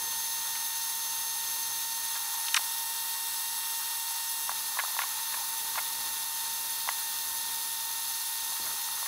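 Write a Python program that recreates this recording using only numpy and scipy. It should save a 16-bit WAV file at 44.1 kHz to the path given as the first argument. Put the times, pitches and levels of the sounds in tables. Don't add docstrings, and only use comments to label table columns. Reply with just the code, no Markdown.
import sys
import numpy as np
from scipy import signal
from scipy.fft import rfft, irfft, next_fast_len
from scipy.io import wavfile

SR = 44100
rng = np.random.default_rng(int(sys.argv[2]) if len(sys.argv) > 2 else 0)


def natural_amplitude(level_db):
    exponent = np.asarray(level_db, float) / 20
    return 10 ** exponent


def waveform_to_disk(signal):
    frames = np.transpose(np.atleast_2d(signal))
    scaled = np.clip(frames, -1, 1) * 32767
    samples = np.round(scaled).astype(np.int16)
    wavfile.write(sys.argv[1], SR, samples)


N = 399987

# time in seconds, wash level in dB.
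JET_ON_PART = [(0.0, -52.5), (0.48, -51), (0.86, -52), (1.92, -52.5), (2.35, -48.5), (2.85, -52),
               (3.46, -51.5), (4.75, -51), (4.92, -49.5), (8.03, -52), (9.07, -49.5)]
# frequency in Hz, density in dB per Hz.
HISS_SPECTRUM = [(1200, -14.5), (1900, -16), (2300, -13), (3100, -11), (3500, -3), (4500, -4), (5500, -5.5),
                 (7000, -6.5), (8800, -8.5), (9800, -5), (11400, -4.5), (12200, -8.5), (13600, -4.5),
                 (16500, -12)]
# frequency in Hz, density in dB per Hz.
WASH_SPECTRUM = [(400, -24.5), (600, -12.5), (720, -7), (820, 4.5), (950, 5.5), (1200, 3), (1500, -1.5),
                 (2000, -2.5), (2600, -7)]
# frequency in Hz, density in dB per Hz.
RUMBLE_SPECTRUM = [(20, 0.5), (100, 2), (250, 2), (420, 0.5), (600, -1), (900, 0.5)]
# centre in Hz, width in Hz, gain in dB.
CAVITY = [(3650, 200, 3), (3870, 60, -3), (4320, 110, 5), (4850, 120, -7), (6270, 280, 8), (6600, 150, -3),
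          (7450, 100, -4), (8400, 80, -3), (2230, 150, -3), (5900, 150, -3), (10140, 150, 8),
          (10300, 120, 9), (10490, 130, -6), (11020, 160, 5), (11290, 90, 3), (11700, 150, -3),
          (13520, 120, 3), (14080, 170, 9), (14560, 100, 3), (15560, 130, 6)]
# delay in seconds, level in dB.
WALL_ECHOES = [(.0021, -21), (.0047, -19), (.0083, -18), (.0131, -18), (.0197, -19)]
# time of the top in seconds, level in dB, half length in seconds.
GUSTS = [(0, -58, 0.12), (.38, -61.5, 0.23), (1.05, -65.5, .3), (1.65, -61.5, 0.34), (2.2, -70, 0.32),
         (3.1, -66, .5), (3.8, -69, .15), (4.562, -62.5, 0.18), (5.3, -65, .3), (5.72, -62, 0.14),
         (6.047, -59, 0.13), (6.623, -62.5, 0.3), (7.418, -61, 0.3), (8.005, -65.5, .3), (8.46, -63, 0.073),
         (8.957, -65, .08)]
POSE_STARTS = [
    0,
    2.56,
    4.5,
]
# level in dB, lift of its top octave in dB.
POSE_HISS = [(-34, 1.7), (-34.4, 2.5), (-34, 1.55)]
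# frequency in Hz, level in dB.
WHISTLE = [(6317, -44.3), (6337, -55), (6357, -54)]
# ratio to the whistle, width in Hz, level in dB.
OVERTONES = [(1.697, 22, -55), (2.2, 35, -60)]
# time in seconds, thud in dB, thud in Hz, tick in dB, tick in Hz.
KNOCKS = [(2.155, -40, 958, -37, 1620), (2.164, -43, 930, -38, 3220), (4.493, -21.5, 1020, -35, 1560),
          (4.515, -32, 915, -39, 1810), (4.789, -21, 1040, -26, 1750), (4.7965, -27, 1080, -29, 2070),
          (4.801, -33, 1150, -33, 1600), (4.99, -21, 1020, -25.5, 1750), (5.002, -28, 1140, -41, 1810),
          (5.018, -29, 950, -32, 2200), (5.036, -28, 999, -37, 2270), (5.341, -33, 1080, -35.5, 1760),
          (5.775, -25, 930, -40, 1920), (5.78, -34, 1100, -32, 1750), (5.783, -27, 1070, -36, 1650),
          (5.791, -38, 900, -42, 1550), (6.889, -19.5, 980, -28.5, 1950), (9.061, -36, 980, -38, 1840)]
# time in seconds, thud level in dB, thud frequency in Hz.
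TOUCHES = [(2.592, -31.5, 930), (4.771, -25.5, 1050), (4.837, -22.5, 1010), (4.848, -29, 1250),
           (4.88, -33, 940), (4.907, -38, 912), (4.945, -38, 920), (4.966, -26, 1010), (5.04, -34, 1130),
           (5.372, -35, 926), (5.398, -38, 910), (5.757, -28, 1130), (6.876, -26, 990), (8.522, -31, 970),
           (8.712, -37, 920), (8.886, -34, 1250), (8.924, -38, 1270), (8.98, -38, 1230), (9.028, -29, 980)]
# frequency in Hz, level in dB, t60 in seconds.
PART_MODES = [(810, -24, 0.012), (1130, 5, 0.056), (1410, 4, 0.053), (1670, 7.5, 0.036), (2010, 13, 0.013),
              (2330, -6, 0.042), (3200, -8, 0.02), (3960, -1, .015)]
# time of the top in seconds, level in dB, rise in seconds, fall in seconds, centre in Hz.
SCRAPES = [
    (2.468, -33, 0.023, .04, 3840),
    (2.5452, -10.5, 0.0039, 0.0094, 2080),
    (2.5695, -15.5, 0.009, 0.017, 2750),
]
# time of the top in seconds, level in dB, rise in seconds, fall in seconds, centre in Hz.
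CRACKS = [
    (2.4838, -21, .0005, 0.011, 2700),
    (2.5437, -10, .0004, 0.007, 5300),
    (2.5660, -15.5, 0.0078, .014, 5600),
    (2.577, -20.5, 0.017, 0.0022, 2850),
]
# time of the top in seconds, level in dB, rise in seconds, fall in seconds, centre in Hz.
THUMPS = [
    (2.5495, -21, .006, .011, 1340),
    (2.5775, -18.5, .04, .003, 1350),
]
# frequency in Hz, width in Hz, level in dB.
SHEET_MODES = [(2070, 180, -4.5), (2760, 280, -7.5), (3840, 570, -0.5), (5700, 590, -0.5),
               (7400, 300, -6.5), (8260, 230, -11), (10100, 320, -14)]
# time of the top in seconds, level in dB, rise in seconds, fall in seconds, centre in Hz.
RUBS = [(.555, -31, .01, .02, 2080), (1.794, -38, .001, .01, 2000), (5.025, -31.5, .05, 0.045, 2000),
        (5.343, -33, .01, 0.033, 1200), (5.757, -25, .001, .01, 1600), (5.79, -26, 0.036, .015, 1280),
        (8.567, -30, .001, .01, 2000), (8.599, -42, .003, 0.019, 500), (8.713, -33, .001, .012, 1600),
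        (6.8895, -26, .0006, .008, 3200), (4.9895, -31, .0006, .008, 2600), (8.67, -35.5, .05, .05, 1190)]
# time in seconds, speed in turns per second.
SHAFT = [(0, 456.7), (4.49, 459.3), (4.5, 454.82), (9.07, 457.34)]
# multiple of the shaft rate, level in dB in pose 1, in pose 2, in pose 3.
MOTOR = [(1, -78, -77, -77), (2, -48, -47, -49), (3, -63, -69, -65), (4, -51, -51, -52), (6, -55, -53, -56),
         (7, -57, -56, -60), (8, -68, -58, -58), (9, -61, -69, -61), (10, -57, -58, -57),
         (11, -59, -57, -56), (12, -53, -51, -58), (13, -65, -70, -63), (14, -57, -59, -64),
         (15, -58, -67, -63), (16, -60, -62, -57), (17, -56, -52, -61), (18, -52, -50, -52),
         (20, -60, -56, -60), (24, -55, -56, -62)]
# frequency in Hz, level in dB.
LAMP = [(1917, -61), (3836, -60), (5755, -62)]

HISS_FOLLOWS = 0.098
TOP_RESISTS = 0.7
WASH_OVER_DB, WASH_FOLLOWS_GUSTS = 2.5, 0.056
CALM_DB = -69
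BLAST_S, BLAST_DB, BLAST_FALL_S = 8.597, -54.5, .11
WHISTLE_STARTS_LOW_HZ, WHISTLE_SETTLES_S, WHISTLE_WAVER_DB = 22, .3, 1.2
TOUCH_TICK_DB, TOUCH_TICK_HZ = -22, 1730
KNOCK_T60_S = 0.011
BRIGHT_RATIO, BRIGHT_FOLLOWS = 1.48, 0.48
SCRAPE_OCTAVES, RUB_OCTAVES = 1.17, 2.04
SHEET_DB, BETWEEN_DB = 3.0, -3
BASS_CUT_HZ, TOP_CUT_HZ = 610, 15740


def jet():
    (jet_db,), rumble_db = in_time(JET_ON_PART), gusts_db()
    hiss_db, lift_db = np.array(POSE_HISS)[poses()].T
    swing_db = HISS_FOLLOWS * (jet_db - jet_db.mean())
    top_db = lift_db - TOP_RESISTS * swing_db
    wash_db = jet_db + WASH_OVER_DB + WASH_FOLLOWS_GUSTS * (rumble_db - rumble_db.mean())
    hiss_grains = grit(3000, spread_db=3.0, share=0.3)
    hiss = natural_amplitude(hiss_db + swing_db) * air(HISS_SPECTRUM, hiss_grains, top_db, patchy_db=0.72, count=9)
    wash_grains = grit(300, spread_db=3.0, share=0.36)
    wash = natural_amplitude(wash_db) * air(WASH_SPECTRUM, wash_grains, 0, patchy_db=1.5, count=4)
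    rumble = natural_amplitude(rumble_db) * air(RUMBLE_SPECTRUM, rng.standard_normal(N), 0, patchy_db=0.5, count=3)
    return hiss + wash + rumble


def gusts_db():
    s = np.arange(N) / SR
    power = natural_amplitude(CALM_DB) ** 2
    power = power + sum(natural_amplitude(db) ** 2 * np.exp(-((s - top) / half) ** 2) for top, db, half in GUSTS)
    power += natural_amplitude(BLAST_DB) ** 2 * (s > BLAST_S) * np.exp(-((s - BLAST_S) / BLAST_FALL_S) ** 2)
    return 10 * np.log10(power)


def air(spectrum, source, top_db, patchy_db, count):
    size = next_fast_len(N)
    hz = np.maximum(np.arange(size // 2 + 1) * SR / size, 10)
    points = np.array(spectrum)
    colour_db = np.interp(np.log(hz), np.log(points[:, 0]), points[:, 1], left=-80, right=-80)
    for centre_hz, width_hz, peak_db in CAVITY:
        colour_db = colour_db + peak_db / (1 + (2 * (hz - centre_hz) / width_hz) ** 2)
    echoes = 1 + sum(natural_amplitude(db) * np.exp(-2j * np.pi * hz * lag) for lag, db in WALL_ECHOES)
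    shaped = rfft(source, size) * natural_amplitude(colour_db) * echoes
    place = (count - 1) * np.log(hz / points[0, 0]) / np.log(points[-1, 0] / points[0, 0])
    together, out = drift(16), 0
    for k in range(count):
        share = np.clip(1 - abs(place - k), 0, 1)
        flicker_db = patchy_db * (.4 * together + drift(32))
        lift_db = top_db * (k >= count - 2)
        out = out + irfft(shaped * share, size)[:N] * natural_amplitude(flicker_db + lift_db)
    return rms_one(out)


def grit(per_s, spread_db, share):
    sizes = natural_amplitude(spread_db * np.minimum(rng.exponential(1, N), 5)) * rng.choice([-1, 1], N)
    impacts = sizes * (rng.random(N) < per_s / SR)
    return rng.standard_normal(N) + share * rms_one(impacts)


def nozzle():
    hz, level_db = np.array(WHISTLE)[poses()].T
    early = np.exp(-np.arange(N) / SR / WHISTLE_SETTLES_S)
    hz = hz - WHISTLE_STARTS_LOW_HZ * early
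    whistle_db = level_db + 2.0 * early + WHISTLE_WAVER_DB * drift(1.5) + 0.8 * drift(25)
    out = natural_amplitude(whistle_db) * tone(hz + 3.0 * drift(3) + 2.5 * drift(30))
    for ratio, width_hz, over_db in OVERTONES:
        out += natural_amplitude(over_db + 2.5 * drift(25)) * tone(ratio * hz + width_hz * drift(40))
    return out


def knocks():
    out, clicks = np.zeros(N), np.zeros((len(PART_MODES), N))
    fade = np.arange(round(.05 * SR)) / SR
    blows = KNOCKS + [(s, db, hz, db + TOUCH_TICK_DB, TOUCH_TICK_HZ) for s, db, hz in TOUCHES]
    draws = rng.standard_normal((len(blows), len(PART_MODES)))
    for (s, thud_db, thud_hz, tick_db, tick_hz), draw in zip(blows, draws):
        at = round(s * SR) - 30
        bright_db = BRIGHT_FOLLOWS * min(tick_db - thud_db, 0) + 1.5
        tick = pop(tick_hz, 1.03 * KNOCK_T60_S, fade)
        tick = tick + natural_amplitude(bright_db) * pop(BRIGHT_RATIO * tick_hz, .5 * KNOCK_T60_S, fade)
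        thud = np.roll(pop(thud_hz, 0.63 * KNOCK_T60_S, fade), 30)
        both = natural_amplitude(thud_db) * thud - natural_amplitude(tick_db - 1.5) * tick
        out[at:at + len(fade)] += both[:N - at]
        clicks[:, at + 20] = natural_amplitude(tick_db - 9 + 2.0 * draw) * np.sign(draw[::-1])
    out += sum(natural_amplitude(db) * ring(row, hz, t60) for row, (hz, db, t60) in zip(clicks, PART_MODES))
    return signal.sosfilt(signal.butter(6, BASS_CUT_HZ, "high", fs=SR, output="sos"), out)


def pop(hz, t60, fade):
    wave = ring(ring(fade == 0, hz, t60), hz, t60)
    return wave / abs(wave).max()


def ring(clicks, hz, t60):
    r, w = natural_amplitude(-60 / (t60 * SR)), 2 * np.pi * hz / SR
    return signal.lfilter([0, np.sin(w)], [1, -2 * r * np.cos(w), r * r], clicks + 1e-18)


def clack():
    contact = scrapes(SCRAPES, SCRAPE_OCTAVES) + scrapes(CRACKS, RUB_OCTAVES)
    rings = sum(natural_amplitude(db) * signal.lfilter(*signal.iirpeak(hz, hz / width_hz, fs=SR), contact + 1e-18)
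                for hz, width_hz, db in SHEET_MODES)
    return natural_amplitude(BETWEEN_DB) * contact + natural_amplitude(SHEET_DB) * rings + scrapes(THUMPS, SCRAPE_OCTAVES)


def rubs():
    return scrapes(RUBS, RUB_OCTAVES)


def scrapes(rows, octaves):
    out, lag = np.zeros(N), np.arange(-1500, 1500) / SR
    for s, db, rise, fall, hz in rows:
        shape = natural_amplitude(np.where(lag < 0, 30 * lag / rise, -30 * lag / fall))
        edges_hz = [hz * 2 ** (-octaves / 2), hz * 2 ** (octaves / 2)]
        band = signal.butter(3, edges_hz, "band", fs=SR, output="sos")
        rough = rms_one(signal.sosfilt(band, rng.standard_normal(len(lag))))
        even = signal.sosfilt(band, rough / (abs(signal.hilbert(rough)) + .3))
        at = round(s * SR)
        out[at - 1500:at + 1500] += natural_amplitude(db) * shape * even
    return out


def extractor():
    (shaft,), pose = in_time(SHAFT), poses()
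    out = np.zeros(N)
    for order, *levels_db in MOTOR:
        line_db = np.array(levels_db)[pose] + 0.5 * drift(1.6)
        out += natural_amplitude(line_db) * tone(round(order) * shaft)
    for hz, db in LAMP:
        out += natural_amplitude(db) * tone(hz + 1.78 * drift(3.35))
    return out


def tone(hz):
    return np.sqrt(2) * np.sin(2 * np.pi * (np.cumsum(hz) / SR + rng.random()))


def drift(rate):
    r = np.exp(-80 * np.pi * rate / SR)
    slow = signal.lfilter([1], [1, -2 * r, r * r], rng.standard_normal(N // 40 + 2002))[2000:]
    return np.interp(np.arange(N) / 40, np.arange(len(slow)), rms_one(slow))


def poses():
    return np.searchsorted(POSE_STARTS, np.arange(N) / SR, side="right") - 1


def in_time(rows):
    s, *columns = np.transpose(rows)
    return [np.interp(np.arange(N) / SR, s, c) for c in columns]


def rms_one(x):
    return x / np.sqrt(np.mean(x ** 2) + 1e-20)


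def scene():
    handling = knocks() + clack() + rubs()
    return np.tile(jet() + nozzle() + extractor() + handling, (2, 1))


def treble_flecks(count, level_db):
    out, window = np.zeros(N), np.sin(np.pi * np.arange(2048) / 2048)
    for place, pitch in rng.random((count, 2)):
        low_hz = 4100 + 10400 * pitch
        band = signal.butter(6, [low_hz, low_hz + 1300], "band", fs=SR, output="sos")
        fleck = rms_one(signal.sosfilt(band, rng.standard_normal(2048)))
        at = int(place * (N - 2048))
        out[at:at + 2048] += natural_amplitude(level_db) * window * fleck
    return out * [[1], [-1]]


def top_cut(x):
    return signal.sosfilt(signal.butter(12, 16310, fs=SR, output="sos"), x)


def record(dry):
    size = next_fast_len(N)
    passed = np.arange(size // 2 + 1) * SR / size < TOP_CUT_HZ
    cut = irfft(rfft(dry, size) * passed, size)[:, :N]
    mix = cut + treble_flecks(count=29, level_db=-48)
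    return top_cut(mix)


dry = scene()
out = record(dry)
waveform_to_disk(out)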